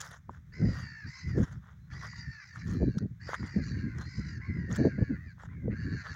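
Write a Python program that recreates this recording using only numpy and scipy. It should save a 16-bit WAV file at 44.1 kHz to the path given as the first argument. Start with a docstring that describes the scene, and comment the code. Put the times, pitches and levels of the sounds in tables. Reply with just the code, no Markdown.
"""Gulls on a windy shore

Gulls trill harsh, falling cries one over another, some rattling, some buzzing, echoed by stony ground.
The microphone is carried slowly over gravel, which grinds and knocks under the shoes. Wind rumbles
right on it, and gusts buffet it. Behind, a small bird whistles twice over the faint wash of the coast."""
import sys
import numpy as np
from scipy import signal
from scipy.fft import rfft, irfft
from scipy.io import wavfile
from scipy.ndimage import uniform_filter1d

SR = 44100
rng = np.random.default_rng(int(sys.argv[2]) if len(sys.argv) > 2 else 0)


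def digitize_waveform(pressure):
    """Quantize a signal to 16-bit integers and store it at the path in sys.argv[1].

    Rows of a 2-D input are taken as channels; values are limited to [-1, 1].
    """
    field = np.atleast_2d(pressure).T
    bounded = np.clip(field, -1, 1)
    quanta = np.round(bounded * 32767).astype(np.int16)
    wavfile.write(sys.argv[1], SR, quanta)


N = 271215
TIME = np.arange(N) / SR

# Gull cries of both kinds: (start [s], length [s], rise [s], top pitch [Hz], late pitch [Hz],
# bend of the fall [under 1 early, over 1 late], trill rate [Hz], level [dB], swell over the cry [dB],
# brightness [dB], brightening over the cry [dB], rasp [dB])
RATTLES = [ (0.521, 0.54, .06, 1065, 885, .5, 66, -53, 5.5, 7.5, -11.5, -2),
           (1.055, 0.34, .11, 1040, 904, 1.6, 57.07, -54.5, 0.5, 9.5, -11, -1),
           (1.9, 0.54, .13, 985, 857, 1.36, 69.2, -53.5, 2.5, 9.5, -4, 0.5),
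           (2.389, 0.24, 0.022, 1040, 831, 0.93, 60, -58, 8, 8, -3.5, 0.5),
           (3.197, .445, 0.19, 995, 849, 1.227, 69.09, -55, 2.5, 8.5, -5.5, 0),
           (3.714, 0.31, .12, 1095, 1010, 1.057, 60.1, -62, -3.5, -4, 3, 2),
           (4.039, 0.34, 0.0934, 1035, 975, 1.1, 54.55, -56.5, 1.5, 13.5, -2, 1),
           (4.4, .53, 0.073, 1093, 836, 0.6, 60.41, -54, -2, -5, -2.5, -6.5),
           (5.48, 0.25, 0.074, 1098, 998, 1.3, 61.44, -66.5, -4.5, -19, 6, -2)]
BUZZES = [ (2.6, .43, 0.073, 605, 533, 1.3, 105.4, -60, -6, 11, 0, 2.5),
          (3.61, 0.3685, 0.081, 588, 515, 0.68, 120.1, -55.5, -2.5, 7, -22.5, 3),
          (4.179, 0.92, 0.29, 551.1, 524, 0.91, 116.7, -61, -5.5, 3.5, 13, 1),
          (4.729, 0.24, 0.061, 570, 549.5, 0.89, 123.6, -51.5, -6.5, 7, -13, 1),
          (4.97, .2, 0.042, 576, 519, 0.66, 111.8, -54, -3, -2.5, 5, -6.5),
          (5.145, 0.18, 0.093, 643.4, 577, 1.8, 100.4, -59.5, 1, -2.5, 22, -5.5),
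          (5.7, .32, 0.1104, 560, 547.5, 3, 112, -51, 5, 5, 15.5, 1),
          (5.95, 0.2174, 0.0527, 604, 548, 1.12, 114.7, -51.5, 12.5, 9, 1, 5)]
# Resonances of throat and beak for each kind: (frequency [Hz], gain [dB])
RATTLE_TRACT = [(500, -95), (900, -18), (1300, -2.5), (1750, 6.5), (2100, 4), (2400, -10), (2800, -19),
                (3300, -42.5), (4000, -24), (4700, -12.5), (5400, -19.5), (6400, -25), (7200, -28.5),
                (8600, -51.5)]
BUZZ_TRACT = [(500, -19.5), (1100, -12), (1600, 10), (1900, 8.5), (2200, -4), (2800, -16), (3350, -49),
              (3950, -19), (4500, -9), (5200, -24), (6400, -20.5), (7200, -28.5), (8600, -66)]
# Breeze on the microphone: (time [s], rumble level [dB])
BREEZE_LEVELS = [(0, -57.5), (.5, -50.5), (.85, -55), (.95, -55), (1.2, -61), (1.5, -54), (1.7, -53),
                 (2.08, -45), (2.25, -47.5), (2.42, -66), (2.65, -38.5), (2.95, -40), (3.14, -49.5),
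                 (3.6, -39), (4.5, -41), (5.15, -36.5), (5.33, -50), (5.8, -37), (6.15, -49.5)]
# Gusts: (middle [s], length [s], rumble [dB], flutter over rumble [dB], tearing over flutter [dB])
WIND_GUSTS = [ (0.299, 0.018, -50.5, -1, -1), (0.658, 0.086, -26, -6.5, -10.5),
              (0.763, 0.18, -38.5, -19.5, -36), (1.073, 0.0509, -41, -12, -30),
              (1.31, 0.1, -32, -16, -36.5), (1.391, 0.051, -26, 0, -10.5), (1.43, 0.02, -24.5, -9, -27),
              (1.552, .07, -40.5, -23, -15), (2.288, 0.032, -36.5, -20, -27),
              (2.826, 0.0347, -27.5, -3, -7), (2.963, 0.03, -44, -1, -11.5),
              (3.037, 0.045, -33.5, -1.5, -18), (3.431, 0.054, -37.5, -3.5, -22),
              (3.581, 0.039, -32, 0.5, -15), (3.753, 0.0824, -33.5, -8, -25), (3.856, 0.053, -36, 0, -33.5),
              (4.195, 0.026, -30.5, -4.5, -24.5), (4.322, 0.12, -45, -7.5, -32),
              (4.715, 0.048, -32.5, -4, -10.5), (4.807, 0.0352, -29, 4.5, -10),
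              (4.862, 0.035, -26.5, 3, -7), (4.989, 0.013, -33, 3, -8.5), (5.022, 0.024, -23, -5.5, -10),
              (5.119, 0.038, -34.5, 2, -23), (5.69, 0.085, -34.5, -2, -15.5),
              (5.868, 0.034, -37, 1.5, -32.5), (5.938, .05, -32.5, -7.5, -23)]
# Wind noise, from large eddies to small: (frequency [Hz], level [dB])
RUMBLE_SPECTRUM = [(20, -42), (40, -11.5), (65, 0.5), (120, 1), (170, -3.5), (230, -20), (330, -40.5),
                   (600, -91)]
FLUTTER_SPECTRUM = [(110, -18.5), (190, 10), (260, 4.5), (350, -4.5), (500, -19.5), (700, -49),
                    (1000, -54.5), (2500, -81.5)]
TEARING_SPECTRUM = [(250, 3), (400, 10.5), (510, 8), (700, -3.5), (1100, -26), (3000, -51), (8000, -67)]
# Eddies slapping the microphone: (time [s], peak [dB], frequency [Hz], bandwidth [Hz])
EDDY_SLAPS = [(.613, -29.5, 243, 200), (.633, -25.5, 199, 175.9), (.658, -22, 240.3, 200),
              (1.378, -18.5, 325, 360), (2.829, -22, 398, 420), (2.97, -20, 175, 183),
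              (3.563, -22, 175, 158), (4.851, -16, 381, 380), (4.982, -29, 298, 287.4),
              (5.68, -25.5, 457, 292)]
# Gravel bursts: the first two rows are a sharp click and a brief bright hiss at the very start, the rest shoes
# grinding gravel: (middle [s], length [s], level [dB], grit over body [dB])
CRUNCH_BURSTS = [ (0.013, 0.01, -49, 10.5), (0.027, 0.073, -50, -5), (0.117, 0.1, -54, -10),
                 (0.348, 0.073, -61.5, -13), (0.782, 0.116, -50, -9.5), (1.295, .041, -58, -10),
                 (1.418, 0.074, -49.5, -8), (1.511, 0.1, -58.5, -12.5), (1.685, 0.11, -60, -21),
                 (1.961, 0.09, -54.5, -13.5), (2.048, 0.0573, -48.5, -12), (2.568, 0.049, -54, -11),
                 (2.713, 0.081, -53, -5), (2.986, 0.0073, -50.5, 1.5), (3.318, 0.065, -44.5, -15.5),
                 (3.348, 0.013, -38.5, -20), (3.456, 0.083, -54, -14.5), (4.009, .078, -51.5, -12),
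                 (4.72, 0.034, -48.5, -7.5), (4.763, 0.0196, -44.5, -3.5), (5.429, 0.07, -55.5, -15.5),
                 (5.527, 0.044, -62, -38.5), (6.068, 0.06, -46.5, -22), (6.166, 0.029, -39.5, -8)]
# Dull body and bright grit of the gravel: (frequency [Hz], level [dB])
BODY_SPECTRUM = [(200, -49), (450, -1.5), (750, -0.5), (1100, 5.5), (1450, 10), (1900, 6), (2500, -18.5),
                 (3500, -8.5), (6000, -47)]
GRIT_SPECTRUM = [(1500, -25), (2700, -11), (3500, -4), (4200, -10), (5500, -1), (6800, 0), (8300, -19),
                 (10500, -15), (12500, -27), (15500, -18)]
# Single stones knocking underfoot: (time [s], peak [dB], frequency [Hz], bandwidth [Hz])
STONE_KNOCKS = [ (.09, -44.5, 6000, 9000), (.112, -43.5, 10500, 9000), (.294, -31, 978, 645),
                (.347, -47, 1600, 696), (1.556, -50, 1440, 904), (2.034, -38, 1100, 500),
                (2.134, -44.5, 1120, 600), (2.559, -35, 1370, 693), (2.983, -36, 4600, 6140),
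                (2.985, -42, 1343, 700), (3.291, -29, 520, 680), (3.333, -21.5, 1040, 1430),
                (3.43, -37.5, 1050, 1227), (3.985, -40, 6130, 4070), (4.018, -45, 5900, 4000),
                (4.727, -34.5, 6660, 1210), (4.765, -35.5, 7420, 2000), (5.382, -50, 1090, 1220),
                (5.436, -37, 857, 1530), (5.489, -47.5, 1487, 994)]
# Small bird: (start [s], length [s], start pitch [Hz], end pitch [Hz], level [dB])
BIRD_WHISTLES = [(1.8, .085, 4040, 4150, -83.5), (3.987, 0.12, 4120, 4200, -61)]
# Wash of the distant shore: (frequency [Hz], level [dB])
SHORE_SPECTRUM = [(100, -15), (300, -4.5), (800, -11.5), (1200, -2.5), (1700, 1.5), (2200, -4.5),
                  (2800, -17.5), (3600, -9.5), (4400, -18.5), (6300, -12), (8500, -24.5), (13000, -25),
                  (15500, -15)]


def gulls():
    """Slow rattling and fast buzzing cries, scattered a little by stony ground on the way to us."""
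    rattles = sum(cry(row, RATTLE_TRACT, sweep=.03, slowing=.1976, pulsing=.491, hoarse_db=(-3, -11),
                      between_db=-8, ring_harmonic=5, ring_db=3.5) for row in RATTLES)
    buzzes = sum(cry(row, BUZZ_TRACT, sweep=.015, slowing=.1093, pulsing=.97, hoarse_db=(-6, -12),
                     between_db=-16, ring_harmonic=8, ring_db=2) for row in BUZZES)
    cries = rattles + buzzes
    t = TIME[:SR // 2]
    scatter = rng.standard_normal(len(t)) * undb(-60 * t / .3)  # dies by 60 dB in 0.3 s
    return cries + undb(-13) * signal.fftconvolve(cries, scatter / np.linalg.norm(scatter))[:N]


def cry(row, throat, sweep, slowing, pulsing, hoarse_db, between_db, ring_harmonic, ring_db):
    """One cry: a harsh tone chopped by an uneven, slowing trill; it starts hoarse, clears as it falls."""
    start, length, rise_s, top_hz, late_hz, bend, trill_hz = row[:7]
    db, swell_db, bright_db, brightening_db, rasp_db = row[7:]
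    end = start + length
    span = np.flatnonzero((TIME > start - .004) & (TIME < end + .015))
    t, n = TIME[span], len(span)
    age = np.clip((t - start) / length, 0, 1)
    rising = np.clip(1 - (t - start) / rise_s, 0, 1)
    sinking = np.clip((t - start - rise_s) / (length - rise_s), 0, 1)
    slack = np.exp(-(t - t[0]) / .018)  # pitch and brightness sag while the air pressure builds
    droop = np.exp(-np.abs(end - t) / .032)  # the pitch gives way as the cry ends
    hz = top_hz * (1 - .09 * rising ** 2) + (late_hz - top_hz) * sinking ** bend
    hz *= (1 - .13 * droop) * (1 - .15 * slack)
    edge_dull_db = 3.5 * (2 * age - 1) ** 2
    bright_db = bright_db + brightening_db * (age - .5) - edge_dull_db - 9 * slack
    hoarse = undb(rasp_db + np.interp(age, [0, 1], hoarse_db))
    beat_hz = trill_hz * (1 - slowing * age) * (1 + .25 * hoarse * walk(110, n))
    beat = 2 * np.pi * np.cumsum(beat_hz) / SR
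    slide = np.sin(beat) - np.sin(2 * beat) / 3  # the pitch slides up and down on every beat
    pitch = hz * (1 + sweep * slide + .018 * hoarse * walk(600, n) + .009 * walk(40, n))
    phase = 2 * np.pi * np.cumsum(pitch) / SR
    voice = np.zeros(n)
    for k in np.arange(2, int(2 * 8600 / hz.mean())) / 2:
        treble = np.clip((k * hz - 2300) / 1700, 0, 1)
        gain = response(throat, k * pitch) * undb(treble * bright_db + 2.5 * walk(28, n))
        # one overtone rings out; unequal cycles add weak, noisy lines between the harmonics
        between = k % 1 > 0
        line_db = ring_db * (k == ring_harmonic) + (between_db + rasp_db) * between
        line = np.sin(k * phase + rng.uniform(0, 2 * np.pi)) * undb(line_db)
        rasp = walk(480, n) * np.sin(k * phase) + walk(480, n) * np.cos(k * phase)
        voice += gain * (line + hoarse * rasp * undb(between_db * between / 2))
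    closing = (1 + np.cos(beat)) / 2
    voice *= 1 - np.clip(pulsing * (1 + .11 * walk(35, n)), 0, 1) * closing
    voice += ground_echo(voice, t)
    # hold the level below 2600 Hz steady, then shape it with the swell and the fades
    core = signal.sosfiltfilt(signal.butter(2, 2600, fs=SR, output="sos"), voice)
    voice /= np.sqrt(uniform_filter1d(core ** 2, size=2200) + 1e-9)
    fade = np.clip(np.minimum((t - t[0]) / .02, (t[-1] - t) / .022), 0, 1)
    out = np.zeros(N)
    out[span] = voice * undb(db + swell_db * (age - .5)) * fade
    return out


def ground_echo(voice, t):
    """The bounce off the ground reaches the microphone a few ms late and shifts as the bird flies."""
    lag_s = rng.uniform(.002, .005) + .0003 * walk(5, len(t))
    return .5 * np.interp(t - lag_s, t, voice)


def wind():
    """Large eddies rumble on the microphone; gusts add faster flutter, and the hardest tear at it."""
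    breeze_db = np.interp(TIME, *np.transpose(BREEZE_LEVELS)) + 3.5 * walk(26, N)
    usual_db = -40.5
    excess_db = breeze_db - usual_db  # flutter and tearing grow faster than the rumble
    # one row each for rumble, flutter and tearing
    power = undb([breeze_db, breeze_db - 13.5 + excess_db, breeze_db - 40 + excess_db]) ** 2
    steepness = 7.28  # of a gust's flanks
    for middle, length, db, flutter_db, tearing_db in WIND_GUSTS:
        swell = 1 / (1 + np.abs(2 * (TIME - middle) / length) ** steepness)
        gains = undb(np.cumsum([db, flutter_db, tearing_db]))
        power += gains[:, None] ** 2 * swell
    rumble, flutter, tearing = np.sqrt(power)
    bursts = undb(2 * walk(70, N))
    rumble *= eddies(RUMBLE_SPECTRUM, steadiness=.8)
    flutter *= eddies(FLUTTER_SPECTRUM, steadiness=.744)
    tearing *= eddies(TEARING_SPECTRUM, steadiness=.33)
    return rumble + bursts * (flutter + tearing)


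def eddies(spectrum, steadiness):
    """Turbulent pressure at the microphone; steadiness from 0 to 1 evens out its slow swells."""
    pressure = colour(rng.standard_normal(N), spectrum)
    power = uniform_filter1d(uniform_filter1d(pressure ** 2, size=1300), size=1300)
    return unit(pressure / (power + 1e-6) ** (steadiness / 2))


def footsteps():
    """Below the microphone each footfall presses the gravel, which gives in jerks: dull body, bright grit. A
    sharp click and a brief bright hiss open the scene."""
    body_gain, grit_gain = np.zeros(N), np.zeros(N)
    for middle, length, db, grit_db in CRUNCH_BURSTS:
        press = undb(db) * np.exp(-3.2 * ((TIME - middle) / length) ** 2)
        body_gain += press
        grit_gain += press * undb(grit_db)
    body = colour(grains(per_second=2000, spread_db=-2), BODY_SPECTRUM)
    jerks = undb(2 * walk(70, N))
    chips = colour(grains(per_second=2500, spread_db=0), GRIT_SPECTRUM)
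    # stones of unlike size ring in turn, so each band of the grit flickers alone
    edges_hz = np.geomspace(1500, 16000, 15)
    grit = np.zeros(N)
    for band in zip(edges_hz, edges_hz[1:]):
        bandpass = signal.butter(2, band, "bandpass", fs=SR, output="sos")
        grit += signal.sosfiltfilt(bandpass, chips) * undb(4 * walk(60, N))
    return jerks * (body_gain * body + grit_gain * unit(grit))


def grains(per_second, spread_db):
    """Dense clicks of gravel, unequal in size."""
    hits = rng.random(N) < per_second / SR
    return hits * rng.standard_normal(N) * undb(spread_db * np.minimum(rng.exponential(size=N), 4))


def knocks(table, crackle_db):
    """Close blows of stones or eddies that die within a few cycles, each with a tiny crackle."""
    out, t = np.zeros(N), TIME[:SR // 30]
    for start, db, hz, width_hz in table:
        rise = np.pi * width_hz * t / 2
        ring = rise * np.exp(1 - rise) * np.sin(2 * np.pi * hz * t)
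        crackle = rng.standard_normal(len(t)) * np.exp(-t / .0009)
        i = int(start * SR)
        out[i:i + len(t)] += undb(db) * (ring + undb(crackle_db) * crackle)
    return out


def small_bird():
    """Thin, slightly rising whistles in the background."""
    out = np.zeros(N)
    for start, length, start_hz, end_hz, db in BIRD_WHISTLES:
        age = np.clip((TIME - start) / length, 0, 1)
        hz = start_hz + (end_hz - start_hz) * age + 12 * walk(53, N)
        arch = 2 * np.sqrt(2 * age * (1 - age))
        out += undb(db) * arch * np.sin(2 * np.pi * np.cumsum(hz) / SR)
    return out


def shore():
    """Faint wash of water and grass in the distance, swelling slowly."""
    wash = colour(rng.standard_normal(N), SHORE_SPECTRUM)
    return wash * undb(-74.5 + walk(2.1, N) + .79 * walk(22, N))


def undb(db):
    """Decibels to gain."""
    return 10 ** (np.asarray(db) / 20)


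def unit(x):
    """Scale to rms 1."""
    return x / np.sqrt(np.mean(x ** 2) + 1e-20)


def response(spectrum, hz):
    """Gain of a (frequency [Hz], level [dB]) spectrum at the given frequencies."""
    points_hz, db = np.transpose(spectrum)
    return undb(np.interp(np.log(hz + 1e-3), np.log(points_hz), db))


def colour(x, spectrum):
    """Filter by a spectrum and scale to rms 1."""
    return unit(irfft(rfft(x) * response(spectrum, np.fft.rfftfreq(N, 1 / SR)), N))


def walk(rate, n):
    """Random wander with about rate turns a second; spread near 1."""
    at = np.arange(n) * rate / SR
    return 1.28 * np.interp(at, np.arange(8192), rng.standard_normal(8192))


def scene():
    """The shore at one microphone, carried in the open wind."""
    cries = gulls()
    buffeting = wind() + knocks(EDDY_SLAPS, crackle_db=-52)
    gravel = footsteps() + knocks(STONE_KNOCKS, crackle_db=-43)
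    return (cries + buffeting + gravel + small_bird() + shore())[None]


def record(dry):
    """The microphone's chain cuts the bass below 45 Hz and, steeply, the treble above 15.9 kHz."""
    low_cut = signal.butter(2, 45, "highpass", fs=SR, output="sos")
    high_cut = signal.ellip(10, .2, 80, 15900, fs=SR, output="sos")
    return signal.sosfilt(high_cut, signal.sosfilt(low_cut, dry))


dry = scene()
out = record(dry)
digitize_waveform(out)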